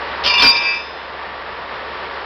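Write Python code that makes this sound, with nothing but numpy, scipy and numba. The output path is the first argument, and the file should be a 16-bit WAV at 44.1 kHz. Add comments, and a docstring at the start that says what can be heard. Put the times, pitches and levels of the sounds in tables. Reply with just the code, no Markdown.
"""Steel rigging dropped on dirt

A heavy shackle, an oval link and its coupling swing down on a sling, jangle, thud on packed dirt
and settle. Every knock rings the three parts and cracks at the contact; sliding makes them squeal.
A big machine idles nearby. The microphone loses the high treble, turns itself down at the clanks,
recovers slowly and rounds the highest peaks."""
import sys
import numpy as np
from scipy import signal
from scipy.fft import rfft, irfft
from scipy.io import wavfile
from scipy.ndimage import uniform_filter1d, minimum_filter1d
from numba import njit

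SR = 44100
rng = np.random.default_rng(int(sys.argv[2]) if len(sys.argv) > 2 else 0)


def dump_mix(stems):
    """Bounce the given channels to the path in sys.argv[1] as a 16-bit WAV at rate SR."""
    frames = np.atleast_2d(stems).T  # one column per channel
    limited = np.clip(frames, -1, 1)  # hard clip at full scale
    pcm = np.round(limited * 32767).astype(np.int16)
    wavfile.write(sys.argv[1], SR, pcm)


N = 99225
CONTACT_S = 0.0016  # how long a blow takes to build up


def gain(db):
    """Turn decibels into a multiplier."""
    return 10 ** (np.asarray(db) / 20)


def noise(spectrum):
    """Noise of strength 1, with its lows and highs shaped by the spectrum."""
    hz, db = np.array(spectrum, float).T
    freqs = np.maximum(np.arange(N // 2 + 1) * SR / N, 1)
    shape = gain(np.interp(np.log(freqs), np.log(hz), db))
    shaped = irfft(rfft(rng.standard_normal(N)) * shape, N)
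    return shaped / shaped.std()


def wander(rate_hz):
    """A smooth random drift with a typical size of 1."""
    step = max(int(SR / rate_hz), 1)
    stairs = np.repeat(rng.standard_normal(N // step + 1), step)
    drift = uniform_filter1d(uniform_filter1d(stairs, step), step)[:N]
    return drift / drift.std()


def since(start):
    """Seconds since a moment, zero before it."""
    return np.maximum(np.arange(N) / SR - start, 0)


def burst(start, fade_s):
    """A quick rise, then a fall. A fade time is how long a sound takes to drop by 60 dB."""
    age = since(start)
    return np.minimum(age / CONTACT_S, 1) * gain(-60 * age / fade_s)


# The engine's deep rumble (frequency [Hz], relative level [dB])
RUMBLE_SPECTRUM = [(22, -24), (42, 3.5), (90, -2.5), (200, -22)]
# The fan's rush of air (frequency [Hz], relative level [dB])
FAN_SPECTRUM = [(65, -43.5), (110, -17), (250, -12.5), (280, -17), (304, -12), (387, -5.5), (427, -5.5),
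                (448, -3), (485, -8), (518, -2.5), (813, -5), (896, -1), (1600, -6.5), (1790, -3),
                (2140, -9.5), (3420, -15), (5200, -23), (6760, -45), (11400, -120)]
# The fan's hum (frequency [Hz], level [dB])
FAN_TONES = [(280, -52.5), (452, -44), (930, -42.5), (1160, -38)]


def idling_machine(firing_hz=69.5):
    """An engine fires evenly and rumbles faintly under a fan's rush and its wavering tones."""
    firing = gain(-45) * np.sqrt(2) * np.sin(2 * np.pi * firing_hz * since(0))
    rumble = gain(-47) * noise(RUMBLE_SPECTRUM)
    rush = gain(-24.5 + 0.51 * wander(14)) * noise(FAN_SPECTRUM)
    hum = np.zeros(N)
    for hz, db in FAN_TONES:
        cycles = np.cumsum(hz * (1 + 0.00395 * wander(20))) / SR
        hum += gain(db) * np.sqrt(2) * np.sin(2 * np.pi * cycles)
    return firing + rumble + rush + hum


# Blows on the ground (time [s], level [dB], fade time [s])
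DIRT_BLOWS = [(0.249, -29.5, 0.13), (0.396, -22.5, 0.069), (0.421, -11, 0.18), (0.437, -14.5, 0.23),
              (.464, -13.5, 0.092), (.494, -26, 0.086)]
# The dull sound of a blow (frequency [Hz], relative level [dB])
THUD_SPECTRUM = [(22, -8), (38, 6.5), (75, -7), (150, -3), (280, 2.5), (600, -9), (1400, 1.5),
                 (2500, -11.5), (6000, -38)]


def dirt_thuds():
    """The steel lands on packed dirt, each blow a short, dull burst of noise."""
    loudness = sum(gain(db) * burst(start, fade_s) for start, db, fade_s in DIRT_BLOWS)
    return loudness * noise(THUD_SPECTRUM)


# Scraped grit (frequency [Hz], relative level [dB])
GRIT_SPECTRUM = [(100, -18), (400, -7), (1000, -0.5), (1800, -7.5), (3200, -4.5), (4300, -28), (6000, -18)]


def grit_drag(start_s=0.47, end_s=0.71, ramp_s=0.046):
    """The steel drags unevenly over grit as it settles."""
    swell = np.minimum(since(start_s) / ramp_s, 1) * np.exp(-since(end_s) / ramp_s)
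    return swell * gain(-24.5 + 2 * wander(120)) * noise(GRIT_SPECTRUM)


# Slips of steel on steel (middle time [s], length [s], frequency [Hz], level [dB])
SLIPS = [(.273, .05, 3192, -22), (.276, .037, 2958, -18), (.370, .06, 2805, -14), (.387, .014, 3530, -11),
         (.402, .017, 3530, -10), (.414, .02, 4435, -11), (.440, .04, 5173, -8), (.459, .028, 2394, -2),
         (.484, .085, 4751, -1), (.580, .035, 4751, -14), (.675, .14, 4751, -15), (.705, .12, 2590, -17)]


def sliding_squeals(roughness_db=1.6):
    """Each slip keeps one tone of the steel singing: a brief, rough squeal that swells and dies."""
    time, squeals = since(0), np.zeros(N)
    for middle, length, hz, db in SLIPS:
        swell = np.cos(np.pi * np.clip((time - middle) / length, -.5, .5))
        squeals += gain(db) * swell * np.sin(2 * np.pi * hz * (time - middle))
    return squeals * gain(roughness_db * wander(250))


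def ring(tones, times, levels_db):
    """One steel part: every knock adds energy to its tones, and each tone loses it at its own rate."""
    ringing, energy = np.zeros(N), np.zeros(N)
    for start, db in zip(times, levels_db):
        energy[int(start * SR)] += gain(db) ** 2
    energy = np.maximum(uniform_filter1d(energy, int(CONTACT_S * SR)), 0)
    for hz, db, fade_s in tones:
        kept_per_sample = gain(-60 / (fade_s * SR)) ** 2
        stored = signal.lfilter([1], [1, -kept_per_sample], energy)
        cycles = np.cumsum(hz * (1 + 0.00119 * wander(40))) / SR  # shifting contacts bend the pitch
        ringing += gain(db) * np.sqrt(stored) * np.sin(2 * np.pi * (cycles + rng.random()))
    return ringing


# The tones each steel part rings with (frequency [Hz], level [dB], fade time [s])
COUPLING_TONES = [(992, -9, .6), (1153, -17, 1.), (2380, -13, 1.2), (2600, -14, .7), (2805, -8, 1.1),
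                  (2960, -9, .17), (3192, -13, .09), (3525, -16, .7), (3634, -10, .19), (4435, -9, .45),
                  (4474, -15, .55), (4751, -5.5, .3), (5076, -4, .2), (5496, -26, .28), (5949, -12, .2)]
SHACKLE_TONES = [(947, -7, .55), (1088, -9, .5), (2394, 0, .32), (2615, -3.5, .28), (3553, -15, 1.35),
                 (3655, -14, .7), (3768, -18, .85), (4751, -4, .36), (4798, -10, .45), (5034, -12, .55),
                 (5098, -9, .9), (5173, -11, .36), (5851, -10, .23), (5927, -17, .95)]
LINK_TONES = [(1088, -18, 1.1), (1626, -19, 1.05), (1954, -21, 1.1), (2357, -2.5, .72), (2590, -10, 1.7),
              (2797, -24, 2.), (4751, -11, .14), (6266, -17, .3)]
# The sharp crack of a contact (frequency [Hz], relative level [dB])
CRACK_SPECTRUM = [(100, -10.5), (400, -8), (1000, 0), (2000, -5), (3000, 4), (4000, 0), (5500, 0),
                  (6500, -6.5), (8000, -39)]
# When and how hard the parts knock (time [s], coupling [dB], shackle [dB], link [dB], crack [dB])
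STEEL_KNOCKS = [(0.237, -31.5, -42.5, -39, -16.5), (0.247, -31.5, -39.5, -30, -13.5),
                (0.261, -12.5, -36, -34, -14), (0.275, -16, -32.5, -31.5, -19.5),
                (0.299, -16, -20, -16, -26), (0.339, -18, -17.5, -28, -18), (0.378, -24.5, -26, -17, -23.5),
                (0.395, -16, -18, -18, -14), (0.421, -29, -9, -33, -3.5), (0.434, -35, -7.5, -10, -8.5),
                (0.453, -39, -20.5, -16, -5.5), (0.468, -37, -8.5, -26, -10),
                (0.492, -40.5, -9, -25.5, -13), (0.553, -44.5, -36, -7, -29),
                (0.567, -43, -34.5, -20.5, -17.5), (0.622, -46.5, -31.5, -18, -19),
                (0.654, -46, -23.5, -7, -34), (0.689, -46, -27, -23.5, -35), (0.738, -40.5, -21, -29, -34)]


def steel_clanks(rest_s=0.773):
    """The three parts knock together and ring, with a short crack at each contact."""
    times, coupling_db, shackle_db, link_db, crack_db = np.array(STEEL_KNOCKS).T
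    coupling = ring(COUPLING_TONES, times, coupling_db)
    shackle = ring(SHACKLE_TONES, times, shackle_db)
    link = ring(LINK_TONES, times, link_db)
    link *= gain(-60 * since(rest_s) / 0.42)  # the link comes to lie in the dirt, which damps it
    bursts = sum(gain(db) * burst(start, fade_s=0.089) for start, db in zip(times, crack_db))
    chatter = gain(3 * wander(400))  # the steel faces chatter within each contact
    chatter /= np.sqrt(np.mean(chatter ** 2))
    cracks = bursts * chatter * noise(CRACK_SPECTRUM)
    return coupling + shackle + link + cracks


def scene():
    """The rigging jangles and lands in front of the idling machine."""
    return (steel_clanks() + sliding_squeals() + dirt_thuds() + grit_drag() + idling_machine())[None]


@njit
def follow_peaks(sound, rise, fall):
    """Track how loud the peaks are, rising quickly and falling slowly."""
    peaks, level = np.empty(len(sound)), 0.
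    for i, size in enumerate(np.abs(sound)):
        level = level + (size - level) * rise if size > level else level * fall
        peaks[i] = level
    return peaks


def turn_down(sound, threshold_db=-6, ratio=3.23, react_s=0.0088):
    """Automatic volume control: loud clanks turn everything down, and it creeps back up."""
    peaks = follow_peaks(sound, rise=1 / (react_s * SR), fall=float(gain(-2.5 / SR)))
    return sound * np.maximum(peaks / gain(threshold_db), 1) ** (1 / ratio - 1)


def tame_peaks(sound, limit=.86, dip_s=.0008, knee=.65, ceiling=.76):
    """The volume dips around peaks over the limit; whatever still passes the knee is rounded off."""
    width = int(dip_s * SR)
    volume = minimum_filter1d(limit / np.maximum(np.abs(sound), limit), 2 * width)
    limited = sound * uniform_filter1d(uniform_filter1d(volume, width), width)
    clean, headroom = np.clip(limited, -knee, knee), ceiling - knee
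    return clean + headroom * np.tanh((limited - clean) / headroom)


def record(dry):
    """The microphone loses the high treble, turns down at the clanks and rounds the peaks."""
    edge_hz, silent_hz = 5220, 6570  # the treble fades out between these two
    freqs = np.arange(N + 1) * SR / (2 * N)
    passed = np.clip((silent_hz - freqs) / (silent_hz - edge_hz), 0, 1) ** 2
    dulled = irfft(rfft(dry[0], 2 * N) * passed)[:N]
    rounded = tame_peaks(turn_down(dulled))
    top_cut = signal.ellip(8, .2, 70, 15800, fs=SR, output="sos")
    return signal.sosfilt(top_cut, rounded)[None]


dry = scene()
out = record(dry)
dump_mix(out)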